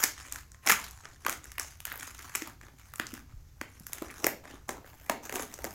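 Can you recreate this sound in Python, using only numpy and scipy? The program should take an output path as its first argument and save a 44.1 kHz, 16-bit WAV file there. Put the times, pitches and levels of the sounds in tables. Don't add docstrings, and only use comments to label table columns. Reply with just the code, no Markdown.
import sys
import numpy as np
from scipy import signal
from scipy.fft import rfft, irfft
from scipy.io import wavfile
from scipy.ndimage import uniform_filter1d

SR = 44100
rng = np.random.default_rng(int(sys.argv[2]) if len(sys.argv) > 2 else 0)


def to_wav(s):
    ch = np.atleast_2d(s).T
    pcm = np.round(np.clip(ch, -1, 1) * 32767)
    wavfile.write(sys.argv[1], SR, pcm.astype(np.int16))


N = 253134

# [t/s, crack level/dB, crack brightness/dB, pop level/dB, pop f/Hz, thump level/dB]
CREASES = [(.036, -18, -4, -25.5, 1820, -32.5), (0.0388, -12.5, -10, -16.5, 1730, -46),
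           (0.044, -20.5, -3, -27, 2030, -41), (0.324, -23, 5, -37, 1860, -61),
           (0.3588, -31, 1, -32.5, 1810, -75), (0.518, -42.5, -10, -55, 1720, -76),
           (0.5457, -51, -14, -46, 1720, -59), (.6734, -18, -16, -16.5, 2054, -35),
           (0.6876, -18, 2, -23, 2060, -38), (0.6971, -15, 3, -12.5, 1820, -28),
           (.7, -18, 8, -11.5, 1750, -36), (0.7039, -18, -1, -15, 2200, -40),
           (.7155, -15.5, 3, -17, 2020, -42.5), (0.721, -21, -5.5, -16, 1824, -42.5),
           (.865, -42, -4, -43, 1460, -56), (.91, -36.5, 8, -56, 2000, -71),
           (1.0544, -41, -18, -35, 1470, -48.5), (1.2496, -35.5, -4, -31, 1570, -60),
           (1.2647, -20.5, 9, -16, 1420, -39), (1.2825, -30, -11, -33, 1900, -30.5),
           (1.2956, -19.5, 8, -24, 1860, -48), (1.4419, -37.5, -10, -47, 1970, -53.5),
           (1.455, -42, 11, -41.5, 1680, -54), (1.518, -36, 5, -40, 1820, -65),
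           (1.582, -28.5, 12, -26, 1910, -47), (1.5966, -21, -3, -29, 1740, -42.5),
           (1.8035, -34.5, 4, -40.5, 2930, -61), (1.8531, -23.5, 8, -31.5, 3040, -52),
           (1.8698, -37.5, 0, -37.5, 1650, -48), (1.925, -30, 27, -38, 1980, -47),
           (1.9571, -33, 16, -42, 1500, -44.5), (1.976, -31, 22, -53, 1770, -52),
           (2.0297, -34, -3, -32.5, 1840, -57), (2.3515, -21.5, -17, -24, 2250, -42),
           (2.356, -20, 3.5, -27, 2440, -42), (2.421, -31.5, -9, -31, 1940, -42),
           (2.4744, -36, 11, -50, 1700, -69), (2.6127, -49, -12, -42, 1530, -68),
           (2.9375, -37, 7, -35.5, 1350, -56), (2.958, -34.5, -1, -45, 1710, -65),
           (2.9828, -41, 13, -46, 1390, -65), (2.9977, -29, 1.5, -19, 1740, -36),
           (3.068, -32, -17, -61, 1790, -54), (3.1393, -34, 3.5, -43, 1934, -47),
           (3.6133, -33, 2, -25.5, 2020, -35.5), (3.798, -40, 10, -60, 2000, -66),
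           (3.8673, -27, 9, -39, 1690, -61), (3.9322, -22.5, 4.5, -33.5, 2430, -58),
           (3.9839, -37, -2, -40.5, 1890, -58), (4.0219, -35, 7, -34, 1150, -31),
           (4.2433, -18, -10, -20.5, 2050, -21), (4.2672, -16.5, 1.5, -17.5, 1950, -19),
           (4.4542, -49, -17, -43, 1800, -44), (4.6915, -28, -5, -26, 1780, -26),
           (4.845, -69, 5, -46.5, 1700, -44), (4.9993, -54, -1, -51, 1820, -72),
           (5.097, -23.5, -6.5, -17.5, 1740, -18.5), (5.2952, -33.5, 1, -30.5, 2090, -37),
           (5.325, -32.5, 0, -30.5, 1900, -32.5), (5.3568, -26, -11, -28.5, 2730, -29),
           (5.3958, -33.5, -9, -31, 1400, -28), (5.54, -32, -15, -42, 2180, -56),
           (5.589, -42, -8, -41, 1920, -37.5), (5.6431, -29, 1, -30.5, 1780, -27),
           (5.6504, -32, -17, -37.5, 1710, -35), (5.7077, -41, -9, -47, 1560, -49)]
# [t/s, energy level/dB, f/Hz, decay time/s]
KNOCKS_AND_RINGS = [(0.038, -35.5, 295, 0.0052), (0.361, -49, 1062, .34), (0.699, -16, 1700, 0.0049),
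                    (0.713, -29, 202, 0.0065), (1.255, -35, 315, 0.0024), (1.265, -19, 1244, 0.0017),
                    (2.419, -29.5, 310, 0.0042), (2.999, -28, 300, 0.002), (3.132, -29.5, 266, 0.0041),
                    (3.336, -32, 93, 0.0071), (3.352, -25.5, 33.4, 0.028), (3.614, -34.5, 276, 0.00294),
                    (3.807, -37, 159, 0.0026), (4.019, -25.5, 330, 0.0025), (4.243, -20, 357, 0.0014),
                    (4.692, -30, 338, 0.0026), (5.098, -23.5, 927, 0.018), (5.601, -37.5, 65, 0.019)]
# [f/Hz, level per Hz/dB]
FOIL_SPECTRUM = [(700, -30), (2000, -7), (2900, -16.5), (3900, -11.5), (5000, -2.5), (6500, 5), (7600, 1.5),
                 (8500, -4), (10000, -2), (12000, -4), (13700, -0.5), (15500, -8.5), (17000, -9)]
PLASTIC_SPECTRUM = [(300, -55), (700, -8), (1100, 0.5), (1600, 1), (2300, -2.5), (3300, -8.5),
                    (5000, -14.5), (9000, -53)]
PADDING_SPECTRUM = [(100, -33.5), (190, -3.5), (280, 5.5), (500, -5), (800, -0.5), (1300, -6),
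                    (3000, -51.5)]
# [start t/s, length t/s, foil crinkle level/dB, plastic flexing level/dB, padding shift level/dB]
FINGER_STROKES = [(-.02, 0.044, -36, -37.5, -51.5), (0.03, 0.047, -39, -54, -66),
                  (0.155, 0.11, -52.5, -52, -63.5), (0.237, 0.16, -54, -54.5, -61.5),
                  (0.623, 0.042, -60.5, -54.5, -75), (0.66, 0.053, -27.5, -27.5, -43.5),
                  (0.787, 0.078, -48.5, -48.5, -62.5), (0.897, .12, -60, -62, -91),
                  (1.024, 0.12, -63.5, -61, -63), (1.2, 0.066, -57, -62, -67),
                  (1.288, .045, -44.5, -50, -50), (1.42, .13, -61, -61, -75),
                  (1.594, 0.018, -39.5, -39.5, -52.5), (1.668, 0.073, -55.5, -58, -72),
                  (1.847, .12, -55.5, -50, -71), (1.987, 0.11, -49.5, -51, -61),
                  (2.134, 0.3, -53, -54, -64), (2.402, 0.084, -54.5, -50, -53),
                  (2.623, 0.076, -67.5, -59.5, -59.5), (2.775, 0.13, -62.5, -62, -91),
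                  (3.046, 0.13, -58.5, -54.5, -64), (3.28, 0.037, -80, -67, -79.5),
                  (3.68, .18, -64, -64.5, -69), (3.88, 0.13, -58, -58.5, -58.5),
                  (4.02, 0.22, -55.5, -55, -55.5), (4.216, 0.092, -58, -63, -51),
                  (4.432, 0.12, -61, -56, -53), (4.676, 0.016, -46.5, -49.5, -43),
                  (4.737, 0.034, -70, -58.5, -46), (4.844, 0.086, -64, -59, -63.5),
                  (4.969, 0.11, -63.5, -62, -59.5), (5.1, .075, -79, -70, -44),
                  (5.225, 0.13, -54, -53.5, -51), (5.335, 0.09, -45.5, -47, -39.5),
                  (5.443, 0.32, -57.5, -58.5, -59.5), (5.622, 0.055, -57.5, -58.5, -45.5)]
# [foil level/dB, plastic level/dB, padding level/dB]
REST_LEVELS = (-77, -80, -76)
# [t/s, lift level/dB]
FOIL_TENSION = [(0, 8), (.2, -8), (.7, 0), (1.1, -12), (1.3, -6), (1.95, -1.5), (2.25, -2), (2.999, 1),
                (3.65, -5), (4.101, -3), (4.27, 4), (4.6, -8), (4.9, 10.5), (5.1, 5.5), (5.4, 1.5),
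                (5.74, 4.5)]
# [f/Hz, time to fall by 60 dB t/s]
REVERB_TIME = [(150, 0.55), (330, 0.36), (600, 0.32), (1500, 0.27), (4000, 0.36), (9000, 0.23),
               (16000, 0.26)]
# [delay t/s, gain as a factor]
REFLECTIONS = [(.0052, 0.029), (.0095, 0.063), (0.0158, 0.088), (0.0225, -0.086), (0.031, 0.042)]
# [f/Hz, level per Hz/dB]
AIR_SPECTRUM = [(15, 0), (30, -13), (55, 8.5), (104, 1.5), (134, -2.5), (216, -16), (400, -23.5),
                (700, -29), (1700, -27.5), (3200, -34), (6500, -27.5), (8650, -38.5), (13500, -31.5),
                (16000, -38.5)]

AIR_DB = -55.5
BAND_EDGE_HZ = 16150
ATTACK_S, RELEASE_S = 0.012, 0.025
THUMP_HZ, THUMP_SCATTER = 525, 0.17


def amp(db):
    return 10 ** (np.asarray(db) / 20)


def evened(x):
    return x / np.sqrt(np.mean(x ** 2) + 1e-20)


def one_ms(x):
    return x / np.sqrt(np.sum(x ** 2) * 1000 / SR + 1e-20)


def read(points, hz):
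    f, value = np.transpose(points)
    return np.interp(np.log(hz + 1), np.log(f + 1), value)


def add(mix, s, sound):
    part = mix[max(round(s * SR), 0):][:len(sound)]
    part += sound[:len(part)]


def colour(x, spectrum, size=2048):
    log_gain = np.log(amp(read(spectrum, abs(np.fft.fftfreq(size, 1 / SR)))))
    taps = np.fft.ifft(np.exp(signal.hilbert(log_gain).conj())).real
    return signal.fftconvolve(x, taps[:size // 2])[:len(x)]


def swell(t, decay):
    return np.exp(-t / decay) * (1 - np.exp(-1.5 * t / decay)) ** 2


def ring(t, hz, decay):
    return swell(t, decay) * np.sin(2 * np.pi * hz * t)


def snaps(creases, crack_s=0.00055, creak_s=0.0018, creak_db=-19, shiver_db=-23, shiver_s=0.0041,
          pop_cycles=0.8, pop_rough=0.83, pop_rough_s=0.0009,
          thump_cycles=0.81, thump_rough=0.75, thump_rough_s=0.0027, thump_db=1.5):
    out = np.zeros(N)
    t = np.arange(1280) / SR
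    shiver = amp(shiver_db) * swell(t, shiver_s)
    for s, crack_level, bright_db, pop_level, pop_hz, thump_level in creases:
        thump_hz = THUMP_HZ * np.exp(THUMP_SCATTER * rng.standard_normal())
        crack_noise, pop_noise, thump_noise, creak_noise = rng.standard_normal((4, len(t)))

        tilt = [(7000, 0), (13000, bright_db + 2.5)]
        foil = [(hz, db + read(tilt, hz)) for hz, db in FOIL_SPECTRUM]
        crack = colour(crack_noise * (swell(t, crack_s) + shiver), foil)

        pop_mode = one_ms(ring(t, pop_hz, pop_cycles / pop_hz))
        pop_modes = one_ms(colour(pop_noise * (swell(t, pop_rough_s) + shiver), PLASTIC_SPECTRUM))
        pop = pop_mode + pop_rough * pop_modes
        thump_mode = one_ms(ring(t, thump_hz, thump_cycles / thump_hz))
        thump_modes = one_ms(colour(thump_noise * swell(t, thump_rough_s), PADDING_SPECTRUM))
        thump = thump_mode + thump_rough * thump_modes

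        add(out, s, amp(crack_level) * one_ms(crack))
        add(out, s, amp(pop_level) * one_ms(pop))
        add(out, s, -amp(thump_level + thump_db) * one_ms(thump))

        strain = (creak_noise * np.exp(-t / creak_s))[:len(t) // 2][::-1]
        creak = amp(crack_level) * one_ms(colour(strain, foil))
        creak += amp(pop_level) * one_ms(colour(strain, PLASTIC_SPECTRUM))
        add(out, s - len(creak) / SR, amp(creak_db) * creak)
    return out


def small_snaps(motion, count=90, above_db=8, spread_db=1.0, ceiling_db=-38,
                bright_db=-3, bright_spread_db=6, pop_hz=1750, pop_spread=0.42):
    rows = []
    for k, (when, *chance) in enumerate(zip(rng.random(count), *rng.standard_normal((5, count)))):
        at = int((k + when) * (N - 1) / count)
        levels = 20 * np.log10(motion[:, at]) + above_db + spread_db * np.array(chance[:3])
        crack, pop, thump = np.minimum(levels, ceiling_db)
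        bright = bright_db + bright_spread_db * chance[3]
        rows.append((at / SR, crack, bright, pop, pop_hz * np.exp(pop_spread * chance[4]), thump))
    return rows


def handling():
    t = np.arange(N) / SR
    power = np.outer(amp(REST_LEVELS) ** 2, np.ones(N))
    for start, length, *levels in FINGER_STROKES:
        attack = np.clip((t - start) / ATTACK_S, 0, 1)
        release = np.exp(-np.clip(t - start - length, 0, 1) / RELEASE_S)
        power += np.outer(amp(levels) ** 2, (attack * release) ** 2)
    return np.sqrt(power)


def crinkle(motion, per_s=520, clump_db=4, spread_db=5, tick_s=0.0012, flex_s=0.00087, shift_s=0.0027,
            padding_db=-2.5):
    t = np.arange(N) / SR
    slide = .36
    clumps = amp(clump_db * evened(uniform_filter1d(rng.standard_normal(N), size=600)))
    sizes = amp(spread_db * np.minimum(rng.exponential(1, N), 3))
    ticks = sizes * (rng.random(N) < clumps * per_s / SR)
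    parts = ((FOIL_SPECTRUM, tick_s, 0), (PLASTIC_SPECTRUM, flex_s, 0), (PADDING_SPECTRUM, shift_s, padding_db))
    out = np.zeros(N)
    for level, (spectrum, decay, db) in zip(motion, parts):
        share = rng.uniform(0.11, 1, N)
        power = signal.fftconvolve((ticks * share) ** 2, swell(t[:1024], decay) ** 2)[:N]
        envelope = np.hypot(evened(np.sqrt(abs(power))), slide)
        grains = rng.standard_normal(N) * envelope
        out += level * amp(db) * evened(colour(grains, spectrum))
    return out


def wander(x, patchy_db=3.5):
    z = signal.stft(x, nperseg=256)[2]
    patches = uniform_filter1d(rng.standard_normal(z.shape), size=4, axis=0)
    patches = uniform_filter1d(patches, size=12, axis=1)
    gain = evened(amp(patchy_db * evened(patches)))
    return signal.istft(z * gain, nperseg=256)[1][:N]


def stretch(x, edge_hz=11500):
    highpass = 1 / (1 + (edge_hz / (np.fft.rfftfreq(N, 1 / SR) + 1)) ** 12)
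    top = irfft(rfft(x) * highpass, N)
    lift = amp(np.interp(np.arange(N) / SR, *np.transpose(FOIL_TENSION)))
    return x + top * (lift - 1)


def knocks_and_rings(wet_db=-1):
    out = np.zeros(N)
    t = np.arange(SR) / SR
    for s, db, hz, decay in KNOCKS_AND_RINGS:
        add(out, s, amp(db) * one_ms(ring(t, hz, decay)))
    return out + amp(wet_db) * room([out])


def room(sides, wet_db=-9.0, build_s=0.0086, treble_db=-1):
    wet = np.zeros(N)
    for x in sides:
        hz, t, z = signal.stft(rng.standard_normal(SR // 2), SR, nperseg=256)
        z = z * amp(-60 * t / read(REVERB_TIME, hz)[:, None])
        tilt = amp(read([(2500, 0.0086), (6000, treble_db)], hz))
        tail = signal.istft(z * tilt[:, None], SR, nperseg=256)[1]
        tail *= 1 - np.exp(-(np.arange(len(tail)) / SR / build_s) ** 2)
        tail = amp(wet_db) * tail / np.linalg.norm(tail)
        wet += signal.fftconvolve(x, tail)[:N] / np.sqrt(len(sides))
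    for k, (delay, gain) in enumerate(REFLECTIONS):
        add(wet, delay, gain * sides[k % len(sides)])
    return wet


def air():
    hz = np.fft.rfftfreq(N, 1 / SR)
    noise = irfft(rfft(rng.standard_normal(N)) * amp(read(AIR_SPECTRUM, hz)), N)
    return amp(AIR_DB) * evened(noise)


def scene(count=3):
    motion = handling()
    rustle = wander(crinkle(motion))
    creases = list(CREASES) + small_snaps(motion)
    sides = [snaps(creases) + rustle for _ in range(count)]
    wrapping = stretch(sides[0] + room(sides))
    mono = wrapping + knocks_and_rings() + air()
    return np.array([mono, mono])


def record(dry):
    taps = signal.firwin(255, BAND_EDGE_HZ, window=("kaiser", 8), fs=SR)
    return signal.oaconvolve(dry, taps[None], "same")


dry = scene()
out = record(dry)
to_wav(out)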